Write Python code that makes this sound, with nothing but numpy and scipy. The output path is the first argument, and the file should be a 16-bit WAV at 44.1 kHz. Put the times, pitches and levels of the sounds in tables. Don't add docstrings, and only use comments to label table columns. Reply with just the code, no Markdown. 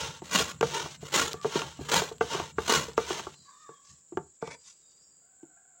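import sys
import numpy as np
from scipy import signal
from scipy.fft import rfft, irfft
from scipy.io import wavfile
from scipy.ndimage import uniform_filter1d

SR = 44100
rng = np.random.default_rng(int(sys.argv[2]) if len(sys.argv) > 2 else 0)


def file_out(sig):
    cols = np.atleast_2d(sig).T
    lim = np.clip(cols, -1, 1)
    pcm = np.round(lim * 32767).astype(np.int16)
    wavfile.write(sys.argv[1], SR, pcm)


N = 255780
TIME = np.arange(N) / SR

# start, blade touch, bite, stop and cut length in seconds,
# then crunch, woody body, run-up and box jolt in dB.
PUSHES = [(0.244, 0.311, 0.35, 0.52, 0.057, -28.5, -1, -51, -56),
          (1.027, 1.126, 1.141, 1.324, 0.073, -28, 0, -49, -42),
          (1.811, 1.889, 1.917, 2.095, 0.055, -27, 2, -51, -39.5),
          (2.597, 2.679, 2.696, 2.85, 0.081, -28, 2, -46, -36.5)]
# time in seconds, level in dB.
LAYER_SNAPS = [(0.3293, -34), (0.3473, -27), (0.3578, -25), (0.3925, -24.5), (1.1608, -21), (1.1955, -24.5),
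               (1.279, -32.5), (1.9412, -24), (1.9587, -24.5), (2.0378, -35.5), (2.7232, -21), (2.751, -23)]
# start, fastest moment and stop in seconds,
# then glide, rub, woody body and box jolt in dB.
RETURNS = [(-0.14, -0.002, 0.195, -42, -37.5, -3.5, -48), (0.628, 0.755, 0.96, -40.5, -37, -1, -36.5),
           (1.429, 1.552, 1.785, -46, -37.5, 0.5, -52), (2.212, 2.329, 2.51, -45.5, -36.5, 2, -41),
           (2.975, 3.105, 3.343, -44.5, -37, -1, -47.5)]
# time in seconds, boom peak in dB, boom pitch in Hz,
# board ring in dB against the boom, ring centre in Hz, contact tick in dB against the boom.
KNOCKS = [(0.219, -33.5, 366, -0.5, 637, -15.5), (0.402, -24, 437.4, -12, 705, -25),
          (0.6098, -20.5, 420, -3.5, 1488, -7), (0.6278, -14.5, 461, 3.5, 902, -16.5),
          (0.857, -35.5, 412, 6.5, 870, -19), (1.028, -36, 414, -4.5, 622, -20.5),
          (1.34, -31, 434, -0.5, 896, -13), (1.446, -22.5, 418, 2.5, 780, -22),
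          (1.453, -20.5, 418, -9.5, 694, -31), (1.556, -17, 387, -10, 907, -13),
          (1.618, -36.5, 376, 9.5, 930, 10.5), (1.791, -33.5, 273, -4, 620, -27),
          (1.81, -33, 390, -14.5, 1140, -18), (2.019, -24, 410, 1.5, 625, -12.5),
          (2.114, -31, 435, -7, 613, -29), (2.2095, -16.5, 450, 2.5, 1300, -20),
          (2.347, -25, 389, 2, 880, -14), (2.398, -29.5, 375, 7.5, 870, 1),
          (2.583, -19.5, 422, 3, 1440, -28.5), (2.883, -33.5, 453, -14, 630, -27),
          (2.978, -14.5, 441, 4, 920, -12), (3.106, -23.5, 365, 0.5, 860, -14),
          (3.195, -37, 401, 9, 1114, 4), (3.268, -32, 378, 5.5, 867, -30),
          (3.69, -40, 447.3, 1.5, 1030, -32), (4.1215, -34, 349, -14.5, 610, -42),
          (4.1719, -22, 380, 3, 790, -18), (4.425, -26, 454, 0.5, 846, -36), (4.475, -36, 468, 4, 890, -12),
          (5.43, -39.5, 323, -16, 634, -23)]
# frequency in Hz, level in dB, 60 dB decay time in seconds.
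BOARD_MODES = [(646, -4, 0.044), (722, 1.5, 0.039), (891.5, -3.5, 0.084), (1020, -5.5, 0.031),
               (1165, 4, 0.029), (1374, -3, 0.038), (1540, 1.5, 0.014), (1604, -6, 0.046),
               (1940, -16, 0.032), (2046, -7, .035), (2200, -7, 0.023), (2650, -8.5, 0.026),
               (2760, -11, .025)]
# time in seconds, level in dB.
BLADE_CLICKS = [(0.6113, -15.5), (1.332, -19), (1.4147, -36), (2.1829, -40), (2.934, -44), (4.424, -42),
                (4.476, -39)]
# time in seconds, level in dB.
LEANS = [(0.03, -40.5), (3.28, -48.5), (3.4, -61.5), (3.915, -58.5), (4.175, -44), (4.49, -55)]
# start and length in seconds, level in dB.
BRUSHES = [(3.364, 0.36, -70), (3.885, .02, -57.5), (3.98, 0.396, -79), (4.666, 0.036, -57),
           (4.808, 0.23, -77.5)]
# time in seconds, level in dB.
SCUFF_CURVE = [(4.42, -55), (4.44, -53.5), (4.48, -45.5), (4.5, -55.5), (4.515, -40), (4.55, -53.5),
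               (4.58, -83)]

# frequency in Hz, relative level in dB.
CRUNCH_TONE = [(88, -26), (150, -9), (182, -4), (308, -8), (438, -2), (741, -9.5), (935, -3.5), (2530, -10),
               (2840, -9), (4190, -7.5), (4800, -12.5), (6820, -8.5), (9490, -23), (12700, -31),
               (15800, -22.5)]
RUB_TONE = [(88, -12), (150, -10.5), (259, -13.5), (413, -4.5), (770, -5.5), (935, 2), (1070, -5),
            (1440, -1), (1920, -7.5), (3070, -2.5), (4800, -8.5), (6820, -9), (9680, -23.5), (13500, -37.5),
            (15800, -21.5)]
CLATTER_TONE = [(90, -16.5), (150, 4), (260, -0.5), (380, 3.5), (560, -6.5), (730, -0.5), (900, -10),
                (1250, -17), (1700, -24.5), (2500, -25.5), (5000, -45), (12000, -66.5)]
BOX_TONE = [(25, -44), (50, -26), (68, -1.5), (80, 6.5), (105, -7.5), (122, -4), (145, 4.5), (175, -4),
            (230, -8), (330, -24.5), (900, -66.5)]
BRUSH_TONE = [(120, -12), (200, -19), (711, -28.5), (787, -14), (1110, -9), (1410, -12), (1850, -9.5),
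              (3380, -5.5), (6820, 4.5), (12000, -29.5), (15600, -62.5), (22000, -120)]
SCUFF_TONE = [(100, -13.5), (450, 1.5), (1000, -10.5), (1800, -6.5), (2300, -1), (3000, -18), (5500, -6.5),
              (9000, -18), (14000, -58)]
AIR_TONE = [(25, -26.5), (70, -9), (115, -16), (155, -9), (300, -15), (520, -13.5), (800, -19.5),
            (1550, -19.5), (2300, -25.5), (4000, -26.5), (6300, -24.5), (9000, -36), (13500, -42.5),
            (15500, -24)]
HISS_TONE = [(6100, -45), (6550, -15), (6950, -0.5), (7500, 0.5), (8000, -2.5), (8350, -14.5),
             (8800, -43.5)]
TICK_TONE = [(200, -4), (1500, -2.5), (3000, 3), (5000, -11.5), (6700, 2.5), (9000, -28.5), (15000, -24)]
CLICK_TONE = [(300, -2.5), (3000, 6), (6700, 6), (10000, -8.5), (15000, -14.5)]
# centre and width in Hz, lift in dB.
BLADE_PEAKS = [(446, 110, 1.5), (860, 42, 1.5), (1137, 62, 3), (1430, 240, 3), (2760, 210, 1),
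               (2824, 300, 3), (3300, 480, 2), (3650, 14, -2), (4300, 70, 1), (4655, 250, -1),
               (5050, 23, 3), (5440, 65, 1), (7080, 230, 5), (7270, 100, -3.5), (7500, 90, 3.5)]
SLIDE_PEAKS = [(363, 300, 7.5), (908, 90, 4.5), (1117, 55, 6.5), (1400, 81, 1), (2357, 90, 1.5),
               (2500, 170, -5.5), (3300, 260, -0.5), (3467, 110, -3), (3670, 150, 2.5), (4730, 570, -2),
               (5530, 80, 3.5), (5760, 58, 3), (6320, 190, 6.5)]
SCUFF_PEAKS = [(466.6, 120, 2), (956, 93, 16), (1050, 72, 5.6), (1520, 74, 12), (2310, 142, 8.3),
               (3490, 220, 14.5)]

# time in seconds, pitch in Hz, level in dB.
SQUAWKS = [
    [(1.35, 579, -60), (1.39, 593, -52.5), (1.44, 580, -55)],
    [(3.46, 560, -66), (3.5, 562, -52), (3.54, 616, -66), (3.64, 601, -61), (3.72, 549, -59),
     (3.8, 553, -75), (3.87, 561, -69), (3.95, 561, -87)],
]
ROOSTER = [(5.22, 740, -82), (5.4, 740.7, -78.5), (5.52, 730, -71.5), (5.6, 737, -73), (5.7, 745, -76),
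           (5.8, 719, -70)]
WHISTLE = [(4.5, 4810, -71), (4.8, 4850, -79), (5.05, 4840, -75.5), (5.2, 4750, -79.5), (5.28, 4900, -82)]
# start and length in seconds, first and last pitch in Hz, level in dB.
CHIRPS = [(3.348, 0.23, 4770, 4570, -69.5), (3.354, 0.16, 4140, 3740, -67.5),
          (3.517, 0.26, 3650, 3560, -74), (3.731, 0.081, 3300, 3170, -76), (4.822, 0.14, 3770, 3770, -78.5),
          (4.87, 0.11, 4710, 4520, -73.5), (5.02, 0.06, 5390, 5600, -73)]

START_DB_PER_S, BITE_DB_PER_S, STOP_DB_PER_S = 700, 1499.5, 720
TURN_LAG_S, SLOW_LAG_S = 0.028, 0.094


def slicing(skin_db=-38, coast_db=-36.5):
    force, body = np.zeros(N), []
    for start, touch, bite, stop, length, db, body_db, run_up_db, _ in PUSHES:
        run_up = surge(start, run_up_db, START_DB_PER_S, STOP_DB_PER_S, hold=bite - start)
        skin = surge(touch, skin_db, BITE_DB_PER_S, STOP_DB_PER_S, hold=bite - touch, sag=-187)
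        cut = surge(bite, db, BITE_DB_PER_S, fall=210, hold=length)
        coast = surge(bite, coast_db, BITE_DB_PER_S, STOP_DB_PER_S, hold=stop - bite, sag=44)
        force = np.max([force, run_up, skin, cut, coast], axis=0)
        body += [(start, -2.5), (touch, body_db), (bite + length, body_db), (stop, 1.5)]
    bursts = unit(grains(rate=5000, spread_db=2.8) * undb(2.4 * walk(240)))
    crunch = colour(bursts * force + snaps(), CRUNCH_TONE, BLADE_PEAKS, band=(2000, 9000))
    return bear_down(shifting_paths(crunch, depth=0.56, rate=25), body)


def snaps(touch_db=-39.5, bite_db=-25):
    envelope, t = np.zeros(N), TIME[:SR // 10]
    tear_and_crack = fade(t, 0.038) + undb(-3) * fade(t, 0.007)
    cracks = list(LAYER_SNAPS)
    for _, touch, bite, *_ in PUSHES:
        cracks += [(touch, touch_db), (bite, bite_db)]
    for s, db in cracks:
        add(envelope, s, undb(db) * tear_and_crack)
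    return rng.standard_normal(N) * envelope


def knocks(hollow_hz=146, choke_s=0.01):
    wood, contact, chatter = np.zeros((3, N))
    t = TIME[:SR // 4]
    hollow = crest(np.sin(2 * np.pi * hollow_hz * t) * fade(t, 0.074) * (1 - fade(t, 0.0057)))
    choke = np.exp(-(t / choke_s) ** 2) + undb(-25) * fade(t, 0.16)
    for s, db, boom_hz, ring_db, ring_hz, tick_db in KNOCKS:
        contact_s = 0.00036 * undb(-0.3 * (db + 13.5))
        boom = crest(np.sin(2 * np.pi * boom_hz * t) * choke * attack(t, 3 * contact_s))
        ring = board_ring(t, db, ring_hz, contact_s)
        add(wood, s, undb(db) * (boom + undb(-18) * hollow + undb(ring_db) * ring))
        add(contact, s, undb(db + tick_db) * rng.standard_normal(len(t)) * fade(t, 0.017))
        add(chatter, s, undb(db - 12) * fade(t, 0.1))
    clicks = blade_clicks(t)
    clatter = colour(chatter * grains(rate=1100, spread_db=4), CLATTER_TONE)
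    return wood + clatter + colour(contact, TICK_TONE, BLADE_PEAKS) + clicks


def board_ring(t, blow_db, centre_hz, contact_s):
    ring = np.zeros(len(t))
    for hz, db, t60 in BOARD_MODES:
        accent, detune, phase = rng.standard_normal(3)
        gain = undb(db + 2 * accent - 4 * np.log2(hz / centre_hz) ** 2)
        ring += gain * np.sin(2 * np.pi * (hz * (1 + 0.0056 * detune) * t + phase)) * fade(t, t60)
    cutoff_hz = min(centre_hz * undb(10 + 0.25 * (blow_db + 13)), 6000)
    softening = signal.butter(4, cutoff_hz, fs=SR, output="sos")
    return crest(signal.sosfilt(softening, ring * attack(t, contact_s)))


def blade_clicks(t):
    clicks = np.zeros(N)
    for s, db in BLADE_CLICKS:
        add(clicks, s, undb(db) * rng.standard_normal(len(t)) * fade(t, 0.0026))
    return colour(clicks, CLICK_TONE)


def rubbing():
    motion, body = np.zeros(N), []
    for start, fastest, stop, glide_db, db, body_db, _ in RETURNS:
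        glide = surge(start, glide_db, START_DB_PER_S, STOP_DB_PER_S, hold=stop - start, sag=36)
        pull = surge(fastest, db, rise=218.5, fall=129.5, hold=0.032)
        gate = surge(start, 0, BITE_DB_PER_S, STOP_DB_PER_S, hold=stop - start)
        motion += np.hypot(glide, pull) * gate
        body += [(start, -11.5), (fastest, body_db), (fastest + SLOW_LAG_S, body_db), (stop, -7)]
    slips = unit(grains(rate=7000, spread_db=3) * undb(1.2 * walk(130)))
    rub = colour(slips * motion, RUB_TONE, SLIDE_PEAKS, band=(2000, 6500))
    return bear_down(shifting_paths(rub, depth=0.55, rate=20), body)


def bear_down(x, body, split_hz=1700):
    s, body_db = np.transpose(body)
    low = signal.sosfiltfilt(signal.butter(2, split_hz, fs=SR, output="sos"), x)
    return x + (undb(np.interp(TIME, s, body_db)) - 1) * low


def shifting_paths(x, depth, rate, count=6):
    lags = rng.uniform(0.0008, 0.005, count) * SR
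    echoes = sum(walk(rate) * np.roll(x, int(lag)) for lag in lags) / np.sqrt(count)
    return (x + depth * echoes) / np.sqrt(1 + depth ** 2)


def shudder(work_db=-56, cut_db=-36, stop_db=-49, slow_db=-45):
    jolts = list(LEANS)
    for start, _, bite, stop, length, *_, jolt_db in PUSHES:
        jolts += [(start, jolt_db), (bite + length, cut_db), (stop + TURN_LAG_S, stop_db)]
    for start, fastest, *_, jolt_db in RETURNS:
        jolts += [(start + TURN_LAG_S, jolt_db), (fastest + SLOW_LAG_S, slow_db)]
    rise, fall = 479.5, 259.5
    rocking_power = sum(surge(s, db, rise, fall) ** 2 for s, db in jolts)
    tremble = surge(0, work_db, rise, fall, hold=RETURNS[-1][1] + SLOW_LAG_S)
    return colour(rng.standard_normal(N), BOX_TONE) * np.sqrt(rocking_power + tremble ** 2)


def handling():
    touch = sum(surge(s, db, rise=245.5, fall=256, hold=length) for s, length, db in BRUSHES)
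    slips = unit(grains(rate=4400, spread_db=4.5) * undb(2 * walk(90)))
    brush = colour(slips * touch, BRUSH_TONE, band=(2500, 6500))
    grating = unit(grains(rate=1800, spread_db=2) * undb(2 * walk(200)))
    scuff = colour(grating * swell(SCUFF_CURVE, edge_s=0.0051), SCUFF_TONE, SCUFF_PEAKS)
    return shifting_paths(brush, depth=0.99, rate=17) + shifting_paths(scuff, depth=0.47, rate=27)


def yard():
    calls = sum(bird_call(squawk, [-27, 8, -4.5, -15], waver=0.028, rough=0.38) for squawk in SQUAWKS)
    calls += bird_call(ROOSTER, [-2, 0, -16], waver=0.038, rough=0.9)
    calls += bird_call(WHISTLE, [0], waver=0.012, rough=0.6)
    for s, length, start_hz, end_hz, db in CHIRPS:
        mid_hz = (start_hz + end_hz) / 2
        note = [(s, start_hz, db - 1), (s + length / 2, mid_hz, db), (s + length, end_hz, db - 12.5)]
        calls += bird_call(note, [0], waver=0.017, rough=0.44)
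    return reverb(calls, wet_db=0.5, t60=0.28, treble_t60=0.43)


def bird_call(curve, harmonics_db, waver, rough):
    s, hz, _ = np.transpose(curve)
    pitch = np.interp(TIME, s, hz) * (1 + waver * walk(150))
    phase = 2 * np.pi * np.cumsum(pitch) / SR
    voice = sum(undb(db) * np.sin(k * phase) for k, db in enumerate(harmonics_db, 1))
    return unit(voice * (1 + rough * walk(110))) * swell(curve)


def reverb(x, wet_db, t60, treble_t60, split_hz=2000):
    t = TIME[:SR // 2]
    noise = rng.standard_normal(len(t))
    low = signal.sosfilt(signal.butter(2, split_hz, fs=SR, output="sos"), noise)
    tail = (low * fade(t, t60) + undb(-3) * (noise - low) * fade(t, treble_t60)) * attack(t, 0.0036)
    return x + undb(wet_db) * signal.fftconvolve(x, tail / np.sqrt(np.sum(tail ** 2)))[:N]


def room_tone():
    air = colour(rng.standard_normal(N), AIR_TONE) * undb(-71.5 + 2 * walk(1.5))
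    return air + colour(rng.standard_normal(N), HISS_TONE) * undb(-61)


def grains(rate, spread_db):
    fire = rng.random(N) < rate / SR
    polarity = np.sign(rng.standard_normal(N))
    return unit(fire * polarity * undb(spread_db * np.minimum(rng.exponential(size=N), 4)))


def colour(x, tone, peaks=(), band=(0, SR), size=4096):
    f = np.arange(size // 2 + 1) * SR / size
    hz, db = np.transpose(tone)
    db = np.interp(np.log(f + 1), np.log(hz), db)
    for centre, width, lift in peaks:
        db = db + lift / (1 + (2 * (f - centre) / width) ** 2)
    lo, hi = band
    gain = undb(db) / np.sqrt(np.mean(undb(db) ** 2 * (f >= lo) * (f <= hi)))
    cepstrum = irfft(np.log(gain))
    cepstrum[1:size // 2] *= 2
    cepstrum[size // 2 + 1:] = 0
    return signal.fftconvolve(x, irfft(np.exp(rfft(cepstrum))))[:len(x)]


def surge(s, db, rise, fall, hold=0, sag=0):
    t = TIME - s
    return undb(db - rise * np.maximum(-t, 0) - sag * np.clip(t, 0, hold)
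                - fall * np.maximum(t - hold, 0))


def swell(curve, edge_s=0.012):
    s, *_, db = np.transpose(curve)
    outside = np.maximum(s[0] - TIME, 0) + np.maximum(TIME - s[-1], 0)
    return undb(np.interp(TIME, s, db)) * np.exp(-outside / edge_s)


def walk(rate):
    step = max(int(SR / rate), 1)
    return 1.3 * uniform_filter1d(rng.standard_normal(N)[np.arange(N) // step], step)


def attack(t, rise_s):
    return 1 - np.exp(-(t / rise_s) ** 2)


def fade(t, t60):
    return np.exp(-np.log(1000) * t / t60)


def add(out, s, x):
    i = max(int(s * SR), 0)
    out[i:i + len(x)] += x[:N - i]


def undb(db):
    return 10 ** (np.asarray(db) / 20)


def unit(x):
    return x / np.sqrt(np.mean(x ** 2))


def crest(x):
    return x / np.abs(x).max()


def scene():
    slicer = slicing() + rubbing() + handling() + knocks() + shudder()
    return (reverb(slicer, wet_db=-16.5, t60=0.22, treble_t60=0.16) + yard() + room_tone())[None]


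def record(dry, ceiling=0.34, knee=6, low_cut_hz=44, top_hz=15900):
    rounded = dry / (1 + np.abs(dry / ceiling) ** knee) ** (1 / knee)
    thinned = signal.sosfilt(signal.butter(2, low_cut_hz, "highpass", fs=SR, output="sos"), rounded)
    return signal.sosfilt(signal.ellip(10, 0.2, 80, top_hz, fs=SR, output="sos"), thinned)


dry = scene()
out = record(dry)
file_out(out)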